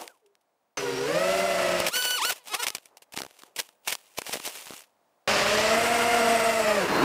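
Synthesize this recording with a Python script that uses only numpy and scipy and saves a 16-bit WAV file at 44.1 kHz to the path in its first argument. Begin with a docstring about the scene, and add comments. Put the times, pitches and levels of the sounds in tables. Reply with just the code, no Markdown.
"""A small racing quadcopter with four three-bladed rotors, heard on board in three abruptly joined scenes.
0 s: it settles after a fall, with a few knocks and a propeller running down.
0.8 s: it flies at a hedge, the rotors beating against each other and chopping the air.
At 1.8 s it hits; two motors scream in the branches and it tumbles through dry leaves until 4.8 s.
5.3 s: it flies fast and low until the throttle is cut at 6.8 s and it sinks into its own wake."""
import sys
import numpy as np
from scipy.fft import rfft, irfft, next_fast_len
from scipy.io import wavfile
from scipy.ndimage import map_coordinates

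SR = 44100
rng = np.random.default_rng(int(sys.argv[2]) if len(sys.argv) > 2 else 0)


def to_wav(sig):
    """Store sig (one row per channel, or 1-D mono) as 16-bit WAV at the path in sys.argv[1].

    Samples outside -1..1 are clipped; the rate is SR.
    """
    pcm = np.clip(np.atleast_2d(sig), -1, 1) * 32767
    pcm = np.round(pcm).astype(np.int16)
    wavfile.write(sys.argv[1], SR, pcm.T)  # frames by channels


N = 310464


def amp(db):
    return 10 ** (np.asarray(db) / 20)


def unit_rms(x):
    return x / np.sqrt(np.mean(x ** 2) + 1e-20)


def clock():
    return np.arange(N) / SR


def curves(rows):
    """One value per sample for each column after the time."""
    times, *columns = np.transpose(rows)
    return [np.interp(clock(), times, column) for column in columns]


def span(start_s, end_s, fade_s):
    """Gate: on at once, fading out up to the end."""
    return (clock() >= start_s) * np.clip((end_s - clock()) / fade_s, 0, 1)


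def swell(start_s, end_s, rise_s, fall_s):
    """Gain 1 from start to end; rise and fall times are per 20 dB."""
    t = clock()
    return amp(-20 * np.clip(np.maximum((start_s - t) / rise_s, (t - end_s) / fall_s), 0, 10))


def boost_db(rows, edge_s):
    """Extra level over each (start, end, dB) stretch, with sloping edges."""
    return sum(np.interp(clock(), [start - edge_s, start, end, end + edge_s], [0, db, db, 0])
               for start, end, db in rows)


def wobble(rate_hz):
    """Smooth random curve through Gaussian knots."""
    knots = rng.standard_normal(int(N * rate_hz / SR) + 4)
    fine = np.arange(0, len(knots), 1 / 8)
    return np.interp(clock() * rate_hz, fine, map_coordinates(knots, [fine]))


def colour(x, spectrum):
    """Minimum-phase filter of unit power gain through (Hz, dB) points."""
    size = 2 * next_fast_len(N // 2 + SR // 4)
    hz, db = np.transpose(spectrum)
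    bin_hz = np.fft.rfftfreq(size, 1 / SR)
    gain = unit_rms(amp(np.interp(np.log(bin_hz + 1), np.log(hz), db)))
    cepstrum = irfft(np.log(gain + 1e-6), size)
    cepstrum[1:size // 2] *= 2
    cepstrum[size // 2 + 1:] = 0
    return irfft(rfft(x, size) * np.exp(rfft(cepstrum)), size)[:N]


def noise(spectrum, texture=1):
    """Coloured noise of rms 1; the texture shapes it in time before the filter."""
    return unit_rms(colour(texture * rng.standard_normal(N), spectrum))


def crackle(spectrum, snap_db, clump_db):
    """Dry leaves: tiny snaps of very unequal size, bunched in clumps."""
    return noise(spectrum, amp(snap_db * wobble(3000) + clump_db * wobble(260)))


def spin(hz, jitter, rate_hz):
    """Angle [rad] of a rotation with unsteady speed."""
    return 2 * np.pi * (np.cumsum(hz * (1 + jitter * wobble(rate_hz))) / SR + rng.random())


def partials(angle, orders, flutter_db):
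    """Partials locked to a shaft, each fluttering in the turbulent air."""
    return sum(amp(db + flutter_db * wobble(45)) * np.sin(order * angle + 2 * np.pi * rng.random())
               for order, db in orders)


# Outdoor hum (frequency [Hz], level [dB])
HUM_SPECTRUM = [(18, -70.5), (30, -32), (164, -12), (324, -6.5), (410, -8.5), (467, -3.5), (691, 0),
                (897, -3), (1470, -12.5), (3070, -20), (14000, -27), (15500, -31)]


def outdoor_hum():
    """Distant hum, louder from the second scene on."""
    return amp(np.where(clock() < 0.77, -75, -70)) * noise(HUM_SPECTRUM)


# Flutter peaks (time [s], level [dB])
FLUTTER_PEAKS = [(.01, -39), (2.93, -59), (3.48, -60.5)]
# Flutter (frequency [Hz], level [dB])
FLUTTER_SPECTRUM = [(150, -34), (350, -4.5), (500, -0.5), (900, -2.5), (1500, -15.5), (4000, -40)]


def stalled_propeller(edge_s=0.079):
    """A stalled propeller flutters softly."""
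    gain = sum(amp(db) * swell(s, s, edge_s, edge_s) for s, db in FLUTTER_PEAKS)
    return gain * noise(FLUTTER_SPECTRUM)


# Coasting propeller (time [s], blade-pass frequency [Hz], level [dB])
RUNDOWN = [(.07, 1600, -75), (.1, 1530, -57), (.13, 1300, -67), (.16, 980, -65), (.2, 600, -80),
           (.225, 450, -70), (.255, 415, -56), (.29, 405, -65), (.37, 400, -78)]


def rundown():
    """A faint, shaky whine falls as a propeller coasts to rest."""
    hz, db = curves(RUNDOWN)
    angle = spin(hz, jitter=0.035, rate_hz=260)
    gate = span(RUNDOWN[0][0], RUNDOWN[-1][0], fade_s=0.02)
    return amp(db + 3.1 * wobble(120)) * np.sin(angle) * gate


# Hard contacts (time [s], tick level [dB], thud re tick [dB], strikes [count])
CONTACTS = [(0.0191, -28.5, -24, 1), (.078, -24, -45, 1), (.3535, -46.5, -33, 1), (1.8023, -12, -13, 1),
            (2.0245, -14.5, -40, 1), (2.7036, -16, -27, 1), (2.7687, -28, -23, 2), (3.143, -42.5, -0.5, 1),
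            (3.1748, -15, -17.5, 1), (3.2045, -23, -13, 1), (3.2188, -16.5, -22, 1), (3.2349, -27, -15, 3),
            (3.31, -37, -21, 1), (3.421, -34.5, -31.5, 1), (3.435, -31.5, -16, 1), (3.69, -36, -26.5, 1),
            (3.9525, -16, -39, 1), (4.187, -14, -17, 1), (4.2187, -18, -26, 1), (4.2945, -25, -15, 1),
            (4.3416, -20, -14, 3), (4.4005, -26, -12, 1), (4.4762, -19.5, -18, 1), (4.6688, -35, -10, 1),
            (4.707, -29.5, -12.5, 3)]
# Sharp tick and dull thud (frequency [Hz], level [dB])
TICK_SPECTRUM = [(300, -20), (1200, -1), (2700, -1.5), (4500, -2.5), (9000, -9.5), (15000, -16.5)]
THUD_SPECTRUM = [(30, -20.5), (120, -8), (300, 0.5), (700, 1), (1200, -3.5), (2500, -16.5), (6000, -42.5)]


def knocks(tick_gain_db=9.5, thud_gain_db=27, tick_t60_s=0.0089, thud_t60_s=0.013):
    """The stiff frame hardly rings: each contact is a sharp push and a brief rattle of equal energy."""
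    blade_gap_s, blade_loss_db = 0.0147, 2
    t = np.arange(SR // 20) / SR
    ticks, thuds = np.zeros(N), np.zeros(N)

    def strike(track, start_s, db, t60_s):
        rattle = rng.standard_normal(len(t)) * amp(-60 * t / t60_s)
        blow = (t == 0) + rattle / np.linalg.norm(rattle)
        track[round(start_s * SR):][:len(t)] += amp(db) * blow / np.linalg.norm(blow)

    for first_s, first_db, thud_db, strikes in CONTACTS:
        for blade in range(round(strikes)):  # a turning propeller strikes repeatedly
            start_s = first_s + blade * blade_gap_s
            db = first_db - blade * blade_loss_db
            strike(ticks, start_s, db + tick_gain_db, tick_t60_s)
            strike(thuds, start_s, db + thud_db + thud_gain_db, thud_t60_s)
    return colour(ticks, TICK_SPECTRUM) + colour(thuds, THUD_SPECTRUM)


# Slides (start [s], end [s], level [dB])
SLIDES = [(1.95, 2.17, -42), (2.58, 2.739, -55), (2.78, 2.872, -60.5), (3.218, 3.47, -57),
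          (3.619, 3.68, -60), (3.98, 4.241, -54.5), (4.36, 4.788, -40.5)]
# Light brushing (frequency [Hz], level [dB])
BRUSH_SPECTRUM = [(59, -71), (100, -31.5), (243, -16.5), (326, -11), (487, -6), (879, -4.5), (1430, -12.5),
                  (2810, -3), (4020, -9.5), (8770, -7.5), (15500, -14)]


def leaf_slides(snaps_per_s=110, edge_s=0.068, gain_db=-5):
    """Leaves slide along the frame; single dry ones break."""
    snaps = (rng.random(N) < snaps_per_s / SR) * amp(4 * rng.standard_normal(N))
    scrape = crackle(BRUSH_SPECTRUM, snap_db=3.5, clump_db=3)
    breaks = amp(-6.5) * unit_rms(colour(snaps, TICK_SPECTRUM))
    gain = sum(amp(db + gain_db) * swell(start, end, edge_s, edge_s) for start, end, db in SLIDES)
    return gain * (scrape + breaks)


# Plunges into leaves (peak time [s], level [dB], fall per 20 dB [s])
PLUNGES = [(.005, -44.5, 0.1), (1.886, -23.5, .014), (1.961, -26.5, .04), (2.05, -29.5, .045),
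           (2.302, -25, 0.03), (2.322, -25.5, .012), (2.37, -45, .035), (2.482, -37, 0.04),
           (2.549, -21.5, .013), (2.636, -24, 0.0217), (2.684, -30, .014), (3.139, -36, 0.01),
           (3.168, -32, .012), (3.191, -32, .014), (3.594, -22, 0.02), (3.866, -44, .02),
           (3.897, -29, 0.0341), (3.927, -27, .022), (4.184, -28.5, 0.0174), (4.285, -36, 0.07),
           (4.336, -29, 0.0383), (4.462, -32, 0.0637), (4.56, -40, 0.0636)]
# Breaking twigs (time [s], level [dB])
TWIG_CRACKS = [(.262, -60), (.41, -70), (1.801, -29), (1.866, -16.5), (2.107, -24), (2.25, -21.5),
               (2.668, -22), (2.75, -26), (2.857, -46), (2.971, -47), (3.022, -44), (3.123, -47),
               (3.39, -44), (3.563, -31.5), (3.876, -19.5), (4.265, -33.5), (4.327, -25.5)]
# Crushed leaves and the frame's ring (frequency [Hz], level [dB])
CRUNCH_SPECTRUM = [(35, -36), (60, -21), (464, -2), (613, -1.5), (1320, -3), (2050, 1.5), (2250, 4),
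                   (4520, -2), (5580, 2), (6870, -5), (8470, -4), (14100, -12), (15500, -10.5)]
FRAME_SPECTRUM = [(300, -17.5), (1200, -10.5), (1800, -2.5), (2500, -1), (3200, -5), (4200, -12.5),
                  (9000, -23)]


def leaf_crunches(settle_db=-26, settle_s=0.11):
    """Plunges swell, fade and settle, and twigs crack; hard hits shake the frame, light ones rustle."""
    power = np.zeros(N)
    for peak_s, db, fall_s in PLUNGES:
        rise_s = 0.82 * fall_s
        power += (amp(db) * swell(peak_s, peak_s, rise_s, fall_s)) ** 2
        power += (amp(db + settle_db) * swell(peak_s, peak_s, rise_s, settle_s)) ** 2
    for peak_s, db in TWIG_CRACKS:
        power += (amp(db) * swell(peak_s, peak_s, rise_s=0.0017, fall_s=0.015)) ** 2
    force = np.sqrt(power)
    hard_share = force / (force + amp(-33.5))
    crunch = np.sqrt(hard_share) * crackle(CRUNCH_SPECTRUM, snap_db=4, clump_db=2.5)
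    rustle = np.sqrt(1 - hard_share) * crackle(BRUSH_SPECTRUM, snap_db=5, clump_db=3)
    ring = amp(-5) * force / (force + amp(-21)) * noise(FRAME_SPECTRUM)
    return force * amp(1) * (crunch + rustle + ring)


def throttle(bursts, idle_hz=150.0, spool_hz_per_s=5100, brake_s=0.035):
    """Shaft speed and gain: each burst spools a motor up at a fixed rate; it brakes exponentially."""
    t = clock()
    shaft_hz, gain = np.full(N, idle_hz), np.zeros(N)
    for on_s, off_s, top_hz, db, swell_s, fade_s in bursts:
        ramp = np.maximum(t - on_s, 0) * spool_hz_per_s / (top_hz - idle_hz)
        climb = ramp / (1 + ramp ** 8) ** (1 / 8)  # levels off at 1
        brake = np.exp(-np.maximum(t - off_s, 0) / brake_s)
        shaft_hz = np.maximum(shaft_hz, idle_hz + climb * brake * (top_hz - idle_hz))
        gain = np.maximum(gain, amp(db) * swell(on_s + swell_s, off_s, swell_s / 2, fade_s))
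    return shaft_hz, gain


BLADES = 3
# Full-throttle bursts of two motors
# (on [s], off [s], top shaft speed [Hz], level [dB], swell [s], fade per 20 dB [s])
FIRST_MOTOR_BURSTS = [(1.866, 2.172, 499.3, -26, .075, 0.12), (2.184, 2.303, 497, -25.5, .035, .014),
                      (2.448, 2.555, 431.5, -37.5, .06, 0.13), (2.515, 2.625, 481.4, -35, 0.081, .035),
                      (2.58, 2.73, 435, -52.5, .05, 0.19)]
SECOND_MOTOR_BURSTS = [(1.871, 2.182, 486.4, -34.5, 0.093, .06), (2.203, 2.312, 467.4, -33.5, .085, .022),
                       (2.497, 2.551, 402, -32, 0.044, .016), (2.53, 2.64, 442, -41.5, 0.072, 0.058)]
# Envelope of the blade partials (frequency [Hz], level [dB])
SCREAM_SPECTRUM = [(400, -3), (900, 6), (1500, -3), (3000, -1), (4500, -5), (6000, -9.5), (7500, -12),
                   (9000, -9.5), (12000, -16), (15000, -11.5)]
# Bending blades raise the shaft orders between blade passes (time [s], level [dB])
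BLADE_BEND = [(2.2, -23.5), (2.3, -18.5), (2.55, -5.5)]


def screaming_motor(bursts, rasp_db, gain_db=-4, unbalance_db=-14):
    """A motor at full power buzzes on every shaft order; each blade pulse sheds a puff of hiss."""
    shaft_hz, gain = throttle(bursts)
    bend = amp(curves(BLADE_BEND)[0])
    falter = 0.006 * wobble(28) + 0.03 * bend * wobble(60)
    angle = spin(shaft_hz * (1 + falter), jitter=0.0032, rate_hz=160)
    gate = span(bursts[0][0], bursts[-1][1] + 0.07, fade_s=0.07)
    on = gate > 0
    t = clock()[on]
    buzz = np.zeros(N)
    for order in range(1, 32):
        flutter_db = 2 * map_coordinates(rng.standard_normal(N // 100), [t * 70])
        size = amp(np.interp(order * shaft_hz[on], *np.transpose(SCREAM_SPECTRUM)) + flutter_db)
        if order == 1:
            size *= np.maximum(bend[on], amp(unbalance_db))
        elif order % BLADES:
            size *= bend[on]
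        buzz[on] += size * np.sin(order * angle[on] + 2 * np.pi * rng.random())
    stutter = amp(5.2 * bend * wobble(90))  # bent blades catch in twigs
    load = amp(1.5 * wobble(35))  # blades meet leaves
    puffs = (1 + np.cos(BLADES * angle)) ** 2
    rasp = amp(rasp_db) * noise(BRUSH_SPECTRUM, puffs)
    return amp(gain_db) * gain * load * gate * (stutter * buzz + rasp)


# Prop wash, blade hiss and top-octave fizz (frequency [Hz], level [dB])
WASH_SPECTRUM = [(20, -13), (60, -8.5), (130, -4), (280, -4.5), (600, 2.5), (1300, 0.5), (2000, 0.5),
                 (2800, -0.5), (3500, -26.5), (6000, -40)]
HISS_SPECTRUM = [(1500, -33), (2800, 5), (3600, 0.5), (5000, 1.5), (6500, -5), (8300, -11), (11000, -28.5)]
FIZZ_SPECTRUM = [(4000, -30), (7000, 1), (9000, 0), (12000, -5), (15500, -11)]
# Rough air tearing at the blades (start [s], end [s], extra hiss [dB])
ROUGH_AIR = [(5.2, 5.7, 5)]


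def rushing_air(wash_db, hiss_db, fizz_db, speed_octaves, wake, gusts):
    """Air chopped by the blades; faster blades and rough air hiss more."""
    rough_db = boost_db(ROUGH_AIR, edge_s=0.075)
    wash = amp(wash_db - 5.9 * wake) * noise(WASH_SPECTRUM, gusts)
    hiss = amp(hiss_db + 4.5 * speed_octaves + rough_db - 1.5 * wake) * noise(HISS_SPECTRUM, gusts)
    fizz = amp(fizz_db + 14.5 * speed_octaves) * noise(FIZZ_SPECTRUM, gusts)
    return wash + hiss + fizz


# Motor braking (start [s], end [s], extra whine [dB])
BRAKING = [(.76, .79, 10.5), (6.91, 7.1, 18.5)]


def magnetic_whine(angles, levels_db, cogs=36):
    """Each motor whines at its cogging rate, louder under braking."""
    whine = sum(amp(db + 3.6 * wobble(60)) * np.sin(cogs * angle + 0.6 * wobble(300))
                for angle, db in zip(angles, levels_db))
    return amp(boost_db(BRAKING, edge_s=0.03)) * whine


# Rotor overtones and unbalance partials (shaft order [1], level [dB])
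ROTOR_ORDERS = [(2, -27), (4, -20), (5, -19), (6, -7), (7, -21), (8, -19), (9, -8), (10, -22), (12, -13),
                (15, -21), (21, -25), (25, -20)]
UNBALANCE_ORDERS = [(1, -4.5), (2, 0), (4, -8), (5, -13.5), (6, -14.5)]


def rotor_tones(angles, blade_levels_db, overtone_levels_db, unbalance_db):
    """Blade-pass tones and overtones beat against each other; the first rotor is out of balance."""
    tones = np.zeros(N)
    for angle, blade_db, overtone_db in zip(angles, blade_levels_db, overtone_levels_db):
        tones += amp(blade_db + 1.4 * wobble(45)) * np.sin(BLADES * angle)
        tones += amp(overtone_db) * partials(angle, ROTOR_ORDERS, flutter_db=2.5)
    return tones + amp(unbalance_db) * partials(angles[0], UNBALANCE_ORDERS, flutter_db=2)


# Sinking into the wake (time [s], turbulent share [0-1])
WAKE_SHARE = [(6.83, 0.01), (6.92, 0.7), (7.04, 0.3)]
# Wake buffeting (frequency [Hz], level [dB])
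BUFFET_SPECTRUM = [(60, -27), (200, -4), (300, 0.5), (420, -3), (560, -5), (1000, -4), (1800, -11),
                   (3000, -34)]


def flight(controls, rotors, levels, unused_tone_gain_db, unbalance_db, hiss_db, fizz_db, whine_db_per_oct, chop):
    """Four rotors follow throttle and steering; in their own wake the tones break up into buffeting."""
    shaft_hz, steering = curves(controls)
    tone_db, wash_db = curves(levels)
    wake = curves(WAKE_SHARE)[0]
    ratios, responses, blade_db, overtone_db, whine_db = np.transpose(rotors)
    speed_octaves = np.log2(shaft_hz / np.max(np.transpose(controls)[1]))
    angles = [spin(shaft_hz * (ratio + response * steering), jitter=0.003097, rate_hz=70)
              for ratio, response in zip(ratios, responses)]
    tones = rotor_tones(angles, blade_db, overtone_db, unbalance_db)
    whine = amp(whine_db_per_oct * speed_octaves) * magnetic_whine(angles, whine_db)
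    pulses = sum(np.cos(BLADES * angle) + np.cos(angle) for angle in angles)
    gusts = np.exp(chop * pulses) * amp(0.91 * wobble(90))
    wash_swing_db = wash_db - np.mean(np.transpose(levels)[2])
    air = rushing_air(wash_db - 0.5, hiss_db + 0.45 * wash_swing_db, fizz_db, speed_octaves, wake, gusts)
    buffet = amp(6) * noise(BUFFET_SPECTRUM, gusts)
    return amp(tone_db) * (np.sqrt(1 - wake) * tones + np.sqrt(wake) * buffet) + whine + air


# Throttle and steering (time [s], base shaft speed [Hz], steering [share of speed])
APPROACH_CONTROLS = [(.77, 149, -.055), (.82, 138.9, -0.046), (.96, 132.1, -.052), (1.04, 134.6, 0.016),
                     (1.12, 158.2, 0.068), (1.21, 178, 0.048), (1.32, 187.4, .035), (1.46, 189.9, 0.041),
                     (1.64, 180.5, 0.083), (1.9, 172.5, 0.099)]
CRUISE_CONTROLS = [(5.27, 202, -.01), (5.42, 204.5, -0.017), (5.62, 218, -0.017), (5.8, 232, -0.0045),
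                   (5.95, 237.5, .002), (6.12, 238, 0.004), (6.35, 230.7, 0.0031), (6.55, 228.2, -0.0061),
                   (6.78, 205.6, -.003), (6.9, 146.9, -.2), (6.96, 145.9, -0.21), (7.04, 150, -.19)]
# Rotors (speed ratio [1], steering response [1], blade tone [dB], overtones [dB], whine [dB])
APPROACH_ROTORS = [(1, 0, -4, -21.5, -60.5), (1, 1, -.5, -21.5, -64), (1.183, .3, -1.5, -2, -54.5),
                   (1.207, .5, -5.5, -8, -55)]
CRUISE_ROTORS = [(1, 0.0061, -3, -2.5, -60), (0.99, 1, -2, -7.5, -43.5), (.938, 1.2, -6.5, -5.5, -47.5),
                 (0.96, .6, -4, -9, -60)]
# Flight loudness (time [s], tone level [dB], wash level [dB])
APPROACH_LEVELS = [(0.775, -37, -31), (0.839, -32, -38.5), (1.021, -32.5, -38.5), (1.169, -26, -34.5),
                   (1.521, -28, -33.5), (1.765, -28.5, -30.5), (1.78, -32, -32)]
CRUISE_LEVELS = [(5.28, -30.5, -25), (5.69, -26.5, -28), (5.744, -22.5, -27), (5.804, -28, -28.5),
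                 (6.28, -23, -28.5), (6.588, -27, -33), (6.71, -24.5, -29.5), (6.838, -27.5, -32),
                 (6.872, -34.5, -29), (7.04, -23.5, -27)]


def flights():
    """The run at the hedge and the fast low pass; both start abruptly."""
    approach = flight(APPROACH_CONTROLS, APPROACH_ROTORS, APPROACH_LEVELS, unused_tone_gain_db=-1.5,
                      unbalance_db=-8, hiss_db=-37.5, fizz_db=-41.5, whine_db_per_oct=-6, chop=0.08)
    cruise = flight(CRUISE_CONTROLS, CRUISE_ROTORS, CRUISE_LEVELS, unused_tone_gain_db=-0.5,
                    unbalance_db=-5.5, hiss_db=-35.5, fizz_db=-38.5, whine_db_per_oct=20, chop=0.082)
    return approach * span(0.7716, 1.91, fade_s=0.048) + cruise * span(5.2755, 8, fade_s=0.01)


def scene():
    """Everything reaches one microphone on the frame."""
    scream = screaming_motor(FIRST_MOTOR_BURSTS, rasp_db=-8)
    scream += screaming_motor(SECOND_MOTOR_BURSTS, rasp_db=-5)
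    crash = leaf_crunches() + leaf_slides() + knocks()
    mono = flights() + scream + crash + rundown() + outdoor_hum() + stalled_propeller()
    return np.array([mono, mono])


def record(dry):
    """The on-board camera rounds off the highest peaks and limits the band."""
    ceiling, top_hz = 0.32, 15600
    limited = dry / (1 + np.abs(dry / ceiling) ** 6) ** (1 / 6)
    size = next_fast_len(N + SR // 4)
    passband = np.fft.rfftfreq(size, 1 / SR) < top_hz
    return irfft(rfft(limited, size) * passband, size)[:, :N]


dry = scene()
out = record(dry)
to_wav(out)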